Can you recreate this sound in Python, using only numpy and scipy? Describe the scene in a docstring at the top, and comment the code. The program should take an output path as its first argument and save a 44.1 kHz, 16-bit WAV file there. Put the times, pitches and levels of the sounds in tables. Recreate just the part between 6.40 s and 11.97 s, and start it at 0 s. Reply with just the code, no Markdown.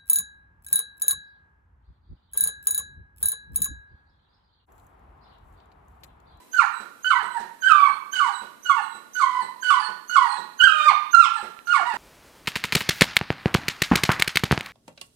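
"""At the top of a carpeted staircase a puppy whines eleven short falling cries, and whimpers, into a
hard-walled hall; the fading hall ring of an earlier cry comes first, made with the same sines.
A thin rising squeak leads into each cry, made of sines that drop from a high to a low register. Faint nasal
whistles (a sine and its octave) trail after, and soft grunts (slack pulses ringing the chest) close.
One claw tap, a short dying sine, comes near the end, over quiet filtered noise for the house.
One microphone port faces the stairs, the other is shaded; the loudest cries clip."""
import sys
import numpy as np
from scipy import signal
from scipy.fft import rfft, irfft, next_fast_len
from scipy.io import wavfile
from scipy.ndimage import uniform_filter1d

SR = 44100
rng = np.random.default_rng(int(sys.argv[2]) if len(sys.argv) > 2 else 0)


def dump(signal):
    """Clip the signal to [-1, 1] and save it as 16-bit WAV at the path in sys.argv[1]."""
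    limited = np.clip(np.atleast_2d(signal).T, -1, 1)
    pcm = np.round(limited * 32767).astype(np.int16)
    wavfile.write(sys.argv[1], SR, pcm)


def voltage_ratio(level):
    """Linear amplitude factor for a level in decibels (scalar or array-like)."""
    return 10 ** (np.asarray(level, float) / 20)


N = 245645  # samples in the scene
TOP_HZ = 14450  # no voice overtones above this, and the input stage cuts here too


def at_hz(table, hz):
    """Reads a value between (Hz, value) points, with frequency on a log scale."""
    f, v = np.transpose(table)
    return np.interp(np.log(np.maximum(hz, 1)), np.log(f), v)


def colour(x, table):
    """Makes each frequency louder or softer by a (Hz, dB) table."""
    n = next_fast_len(x.shape[-1] + 2048)
    gain = voltage_ratio(at_hz(table, np.fft.rfftfreq(n, 1 / SR)))
    return irfft(rfft(x, n) * gain, n)[..., :x.shape[-1]]


def unit(x):
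    """Scales to an rms (average strength) of 1."""
    return x / np.sqrt(np.mean(x ** 2))


def band(x, hz, width):
    """Rings at one frequency: a two-pole resonance."""
    return signal.lfilter(*signal.iirpeak(hz, hz / width, SR), x)


def wobble(rate):
    """Smooth random wandering of rms 1; a higher rate wanders faster."""
    k = int(SR / rate)
    smoothed = uniform_filter1d(rng.standard_normal(N), k)
    return unit(uniform_filter1d(smoothed, k))


def play(tables, fade_s):
    """Joins the points of all calls into sample curves, with an on-off gate that has soft edges."""
    t = np.arange(N) / SR
    rows = np.concatenate(tables)
    gate = sum(np.clip(np.minimum(t - c[0][0], c[-1][0] - t) / fade_s, 0, 1) for c in tables)
    return gate, [np.interp(t, rows[:, 0], c) for c in rows.T[1:]]


# tone of the quiet house noise: pitch_hz, level_db (shape only)
HOUSE_TONE = [(30, -17), (100, -15), (240, 1.5), (500, -2.5), (1000, -7), (2500, -12.5), (5000, -19),
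              (9000, -15), (14000, -16)]
# strength of the house noise: left_db, right_db
HOUSE_LEVELS = [-55, -55.5]


def room_tone():
    """Quiet house rumble and microphone hiss: filtered noise, unrelated in the two ports."""
    noise = unit(colour(rng.standard_normal((2, N)), HOUSE_TONE))
    return voltage_ratio(np.array(HOUSE_LEVELS))[:, None] * noise


# one curve for each cry or whimper; the first is the fading hall ring of an earlier cry:
# start_s of the point, pitch_hz, level_db (before the hall)
CRY_CURVES = [
    [(0.0, 1000, -48), (0.04, 1012, -68)],
    [(0.13, 1510, -43.5), (0.146, 1531, -18), (0.17, 1482, -26.5), (0.195, 1372, -17), (0.2, 1181, -20),
     (0.242, 788, -30.5), (0.27, 735, -67)],
    [(0.644, 1477, -23), (0.7, 1533, -18.5), (0.722, 1080, -19), (0.76, 960, -26.5), (0.79, 939, -31),
     (0.83, 740.5, -45)],
    [(0.945, 980, -36), (0.968, 931, -33.5), (0.985, 768, -42)],
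    [(1.22, 1572, -31), (1.238, 1501, -20.5), (1.282, 1583, -12.5), (1.302, 1313, -14.5),
     (1.34, 1194, -22.5), (1.458, 1118, -21.5), (1.5, 818, -36.5)],
    [(1.725, 1510, -40.5), (1.737, 1553, -23), (1.763, 1479, -35.5), (1.797, 1472, -16.5),
     (1.801, 1234, -25), (1.819, 1148, -20.5), (1.885, 888, -29), (1.897, 803, -42.5), (1.95, 753, -61.5)],
    [(2.245, 1504, -48.5), (2.263, 1460, -26), (2.295, 1438, -21.5), (2.299, 1159, -18), (2.315, 1098, -24),
     (2.393, 877.6, -27.5), (2.413, 747, -50.5), (2.45, 724, -62.5)],
    [(2.748, 1509, -43), (2.755, 1484, -27), (2.795, 1483, -20), (2.8, 1242, -25), (2.825, 1091, -12.5),
     (2.86, 990.5, -34), (2.983, 1014, -25), (3.005, 973, -38.5), (3.03, 875, -36.5)],
    [(3.224, 1597, -38), (3.232, 1531, -24.5), (3.25, 1484, -32), (3.302, 1485, -17), (3.306, 1180, -11.5),
     (3.355, 987, -25), (3.385, 985, -33), (3.405, 833, -33.5), (3.48, 884, -50.5)],
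    [(3.695, 1434, -32), (3.717, 1489, -30), (3.754, 1458, -21), (3.759, 1266, -24.5), (3.77, 1107, -12),
     (3.8, 1008, -25.5), (3.86, 955, -26), (3.88, 805, -48), (3.98, 864, -33.5)],
    [(4.19, 1533, -34.5), (4.214, 1444, -13), (4.24, 1589, -15), (4.264, 1553, -15), (4.273, 1370, -10),
     (4.285, 1285, -24), (4.325, 1241, -26.5), (4.45, 1216, -23.5), (4.478, 1217, -12), (4.501, 1018, -25),
     (4.525, 674, -33)],
    [(4.73, 1496, -25.5), (4.744, 1384, -12.5), (4.758, 1365, -21), (4.775, 1364, -11), (4.803, 1385, -11),
     (4.812, 1350, -17), (4.838, 1196, -23.5), (4.876, 831, -41.5), (4.91, 864, -51.5)],
    [(4.96, 907, -33.5), (4.99, 838, -39), (5.015, 798, -54)],
    [(5.27, 1433, -23), (5.284, 1409, -36), (5.32, 1452, -13.5), (5.33, 1304, -24.5), (5.35, 1133, -12.5),
     (5.38, 883, -30.5), (5.42, 686.3, -37)],
    [(5.45, 934, -44), (5.482, 972, -21.5), (5.52, 898, -33.5), (5.552, 758, -45)],
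]
# starting colour of each curve, same order: octave_high_db, octave_low_db (high and low register),
# overtones_high_db, overtones_low_db, breath_db
CRY_COLOURS = [(0, -14, 0, -3, -29), (5.5, 8.5, 7.5, 0.5, -28.5), (14, 5, 8, 0.5, -33),
               (0, 0.5, -4, -16, -30), (16, 6.5, 6, 4, -30), (15.5, 0.5, 10, -6.5, -27),
               (12.5, 2, 8.5, 6, -31.5), (2, 1.5, 15, 1, -32), (13.5, 3.5, 15.5, 6, -27.5),
               (10.5, 1, 13, 4, -27.5), (23.5, 12, 8, 14.5, -30), (11, 6.5, -0.5, 19, -28),
               (2, 0.5, 0, 1, -30), (9, 5.5, 6, 3.5, -23), (8, 5, 2, 5, -27.5)]
# how the throat shapes the overtones: pitch_hz, level_db (added to the colour)
THROAT_SHAPE = [(300, 2), (700, -25), (1300, -6), (2000, -17), (3000, -27), (4400, -36.5), (6000, -49.5),
                (8000, -43), (10000, -59.5), (14000, -68.5)]
# tone of air leaving the throat, in cries and grunts: pitch_hz, level_db (shape only)
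BREATH_TONE = [(300, -54), (700, 5.5), (1300, -4), (2000, 9), (3000, 1), (4400, 6), (6000, -5.5), (8000, 3),
               (10000, -4.5), (14000, -55)]
# where strong and weak cycles of the voice alternate: start_s, end_s, half_pitch_db
ROUGH_SPELLS = [(4.318, 4.474, -11)]


def cries(shimmer_db=2.5, flutter_db=4.5, pulsed=0.11):
    """Vocal folds: sines on half the pitch; odd ones stay faint unless strong and weak cycles alternate."""
    break_hz, break_width_hz = 1346, 27  # pitch where the high register gives way
    break_air_db, break_air_s = 9.5, 0.013  # air bursts through as the register breaks
    curves = [[(*p, p[0] - cry[0][0], *c) for p in cry] for cry, c in zip(CRY_CURVES, CRY_COLOURS)]
    gate, values = play(curves, fade_s=0.0026)
    hz, db, age, octave_high_db, octave_low_db, over_high_db, over_low_db, breath_db = values
    t = np.arange(N) / SR

    # softer than -22.5 dB, overtones and breath stand out more; louder, the tone is purer
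    soft = -22.5 - db
    high = 1 / (1 + np.exp((break_hz - hz) / break_width_hz))  # 1 in the high register, 0 in the low
    closing_db = -22.5 * age  # dB per second: the mouth closes and dulls the overtones
    octave_db = octave_low_db + high * (octave_high_db - octave_low_db) + 0.4328 * soft + closing_db
    over_db = over_low_db + high * (over_high_db - over_low_db) + 0.2 * soft + closing_db

    recover = np.exp(-1 / (break_air_s * SR))
    breaking = np.clip(signal.lfilter([1, -1], [1, -recover], -high), 0, 1)
    # the tight high register leaks 1 dB less air
    breath_db = breath_db + break_air_db * breaking - high + 0.6 * soft
    breath_db = np.minimum(breath_db, -17)

    plain_db = -34  # half-pitch members in plain voice
    half_db = plain_db
    for start, end, rough_db in ROUGH_SPELLS:
        half_db = half_db + (rough_db - plain_db) * np.clip(np.minimum(t - start, end - t) / 0.012, 0, 1)

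    # cycles waver more as the folds slacken below the break, and as they get breathier
    slack = np.clip(np.log2(break_hz / hz), 0, 1)
    jitter = 0.0015 + 0.018 * slack + 0.03 * voltage_ratio(breath_db)
    half_phase = np.pi * np.cumsum(hz * (1 + jitter * wobble(225))) / SR

    voice = np.sin(2 * half_phase)
    flutter = wobble(97)
    for k in (1, *range(3, 25)):
        f = k * hz / 2
        member_db = half_db if k % 2 else octave_db if k == 4 else over_db
        # a shifted copy of the flutter lets each overtone come and go at its own times
        gain_db = at_hz(THROAT_SHAPE, f) + member_db + flutter_db * np.roll(flutter, 997 * k)
        voice = voice + (f < TOP_HZ) * voltage_ratio(gain_db) * np.sin(k * half_phase + k * k)

    # air rushes through the folds, stronger once a cycle
    air = unit(colour(rng.standard_normal(N), BREATH_TONE)) * voltage_ratio(flutter_db * wobble(130))
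    air = air * (1 + pulsed * np.sin(2 * half_phase))
    voice = np.sqrt(2) * voltage_ratio(shimmer_db * wobble(60)) * voice
    return gate * voltage_ratio(db) * (voice + voltage_ratio(breath_db) * air)


def whistle(tables, jitter):
    """A thin whistling tone: a wavering sine and its octave, as air makes in a narrow gap."""
    gate, (hz, db, octave_db) = play(tables, fade_s=0.0037)
    phase = 2 * np.pi * np.cumsum(hz * (1 + jitter * wobble(241))) / SR
    tone = np.sin(phase) + voltage_ratio(octave_db) * np.sin(2 * phase)
    return gate * voltage_ratio(db + 2.78 * wobble(67)) * np.sqrt(2) * tone


# faint whistles through the nose; the first row is the high hall ring of an earlier cry:
# start_s, length_s (the glide sets a minimum), first_hz, resting_hz,
# level_db (before the hall), octave_db (compared with the main tone)
HIGH_WHISTLES = [(0.0, 0.033, 4000, 4005, -70, -6), (0.321, .11, 4052, 3950, -57.5, 0.5),
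                 (0.82, 0.17, 4200, 4025, -60, 2), (1.42, 0.13, 4600, 4240, -57, -3),
                 (1.91, 0.12, 4600, 3940, -51.5, -1), (2.418, 0.16, 4400, 3968, -55, 0),
                 (2.999, 0.053, 4800, 4020, -52, -2), (3.396, 0.072, 4820, 4348, -41.5, -9),
                 (3.866, 0.082, 4600, 4220, -44.5, -6), (3.947, 0.049, 4300, 3930, -45.5, -9.5),
                 (4.932, 0.11, 4050, 4034, -55, 0.5)]


def nose():
    """After the first row's hall ring, each nasal whistle slides to a resting pitch, then fades a little."""
    glide_s, entry_db, fade_db = 0.031, -2, -1
    curves = []
    for s, length, first_hz, rest_hz, db, octave_db in HIGH_WHISTLES:
        middle_hz = rest_hz + 0.43 * (first_hz - rest_hz)
        end_s = s + max(length, 1.1 * glide_s)
        curves.append([(s, first_hz, db + entry_db, octave_db),
                       (s + glide_s / 2, middle_hz, db, octave_db),
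                       (s + glide_s, rest_hz, db, octave_db),
                       (end_s, rest_hz, db + fade_db, octave_db)])
    return whistle(curves, 0.009)


# the squeak that leads into each cry, at its loudest moment: loudest_s, pitch_hz, level_db (before the hall)
SQUEAK_PEAKS = [(0.132, 6490, -36.5), (0.638, 6520, -42.5), (1.22, 6500, -42.5), (1.731, 6498, -37),
                (2.241, 6200, -41), (2.75, 6384, -35.5), (3.222, 6490, -40), (3.694, 6470, -41),
                (4.192, 6540, -44), (4.727, 6454, -35.5), (5.271, 6210, -42)]


def squeaks(entry_db=-24, exit_db=-18, trail_db=-6):
    """Each squeak climbs fast, flattens as it swells, then thins to a faint thread still climbing."""
    rise_s, fall_s, glide_hz, octave_db = 0.02, 0.02, 570, -12.5
    trail_s, trail_hz = 0.06, 450  # the thread behind the voice
    # steps away from the loudest moment: seconds, Hz, dB
    shape = [(-rise_s, -glide_hz, entry_db),
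             (-rise_s / 2, -0.2 * glide_hz, 0.39 * entry_db),
             (0, 0, 0),
             (fall_s, 0.15 * glide_hz, exit_db),
             (fall_s + trail_s, trail_hz, exit_db + trail_db)]
    curves = [[(s + ds, hz + dhz, db + ddb, octave_db) for ds, dhz, ddb in shape]
              for s, hz, db in SQUEAK_PEAKS]
    return whistle(curves, 0.0011)


# grunts as the throat shuts: start_s, level_db (before the body rings and the hall)
GRUNT_TIMES = [(0.401, -39.5), (0.827, -38.5), (0.997, -35), (1.498, -47), (2.017, -39), (2.548, -43.5),
               (3.022, -40), (3.487, -39.5), (3.982, -38), (4.52, -53.5), (5.026, -35), (5.41, -41.5),
               (5.537, -30.5)]
# chest and throat parts that ring in a grunt: pitch_hz, width_hz, level_db
CHEST_RINGS = [(245, 30, -27.5), (440, 460, -0.5), (950, 130, -30.5), (1745, 410, -14)]


def grunts(hz=199.06, length=0.045, puff_db=-14, puff_s=0.012):
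    """Slack, uneven fold pulses ring chest and throat and die away; a puff of air escapes with them."""
    pulses, puff, t = np.zeros(N), np.zeros(N), np.arange(N) / SR
    air = rng.standard_normal(N)
    for s, db in GRUNT_TIMES:
        u = np.clip(t - s, 0, None)
        slowing = 1 - 0.86 * np.minimum(u, 0.2)
        flap = np.exp(0.72 * (np.cos(2 * np.pi * hz * u * slowing) - 1))
        pulses += voltage_ratio(db) * (u > 0) * np.exp(-u / length) * (flap + 2.04 * air)
        puff += voltage_ratio(db + puff_db) * (u > 0) * np.exp(-u / puff_s)
    body = sum(voltage_ratio(db) * band(pulses, ring_hz, width) for ring_hz, width, db in CHEST_RINGS)
    return body * voltage_ratio(-1.0) + puff * unit(colour(air, BREATH_TONE))


# claw taps: start_s, level_db (before the final gain), pitch_hz
CLAW_TAPS = [(5.1905, -26.5, 2546)]


def ticks():
    """A claw taps wood: a sine that dies away within a few milliseconds."""
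    t = np.arange(N) / SR
    return sum(voltage_ratio(db) * (t > s) * np.exp(-np.abs(t - s) / 0.00055) * np.sin(2 * np.pi * hz * (t - s))
               for s, db, hz in CLAW_TAPS)


# how long the hall takes to die away by 60 dB: pitch_hz, time_s
HALL_DECAY = [(200, 0.21), (500, 0.23), (1200, 0.61), (2500, 0.59), (5000, 0.62), (10000, 0.18)]
# direct sound and first echoes off stair walls and ceiling: delay_ms, left_db, right_db
FIRST_ECHOES = [(0, -41, 1.5), (.1, 1.5, -53), (2.355, -12, -6), (5.116, -7.5, -5.5), (8.707, -7, -5),
                (13.326, 2.5, -10.5), (19.354, -28.5, -5), (26.92, -38.5, -21)]


def hall(x, wet_db, build_s=0.01):
    """Direct sound, first echoes and a dense noise tail for each port; each half octave dies at its own rate."""
    t = np.arange(int(0.9 * SR)) / SR
    tail = 0
    for hz in 125 * 2 ** np.arange(0, 7, 0.5):
        edges = [hz * 2 ** -0.25, hz * 2 ** 0.25]
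        sos = signal.butter(2, edges, "bandpass", fs=SR, output="sos")
        decay = np.exp(-np.log(1000) * t / at_hz(HALL_DECAY, hz))
        tail = tail + signal.sosfilt(sos, rng.standard_normal((2, len(t)))) * decay
    tail = tail * (1 - np.exp(-t / build_s))
    response = tail * voltage_ratio(np.array(wet_db))[:, None] / np.sqrt(SR * 0.05)
    for ms, left_db, right_db in FIRST_ECHOES:
        response[:, int(ms * SR / 1000)] += voltage_ratio(np.array([left_db, right_db]))
    return signal.fftconvolve(x[None], response, axes=1)[:, :N]


# how the shaded left port dulls the sound: pitch_hz, level_db (gain on the left)
LEFT_SHADE = [(60, -1.5), (200, -4.5), (370, -11), (670, -9.5), (1230, -16), (2260, -17.5), (4140, -24.5),
              (7580, -32.5), (13900, -46)]


def scene():
    """The puppy through the hall and the claw tap, left port shaded, over the room tone."""
    puppy = cries() + squeaks() + nose() + grunts()
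    left, right = voltage_ratio(2.5) * (hall(puppy, wet_db=[2.5, 3.5]) + ticks())
    return np.array([colour(left, LEFT_SHADE), right]) + room_tone()


def roll_off(x):
    """The treble ends steeply here."""
    return signal.sosfilt(signal.butter(12, 14470, fs=SR, output="sos"), x)


def record(dry):
    """The input clips hard; near overload it also goes lopsided and thumps. The top is cut."""
    clipped = np.clip(dry, -1, 1)
    # the sixth power is tiny except near full level, and always pushes the same way
    lopsided = clipped - 0.011 * uniform_filter1d(clipped ** 6, 60)
    top_cut = signal.ellip(8, 0.2, 60, TOP_HZ, fs=SR, output="sos")
    finished = np.clip(signal.sosfilt(top_cut, lopsided), -1, 1)
    return roll_off(finished)


dry = scene()
out = record(dry)
dump(out)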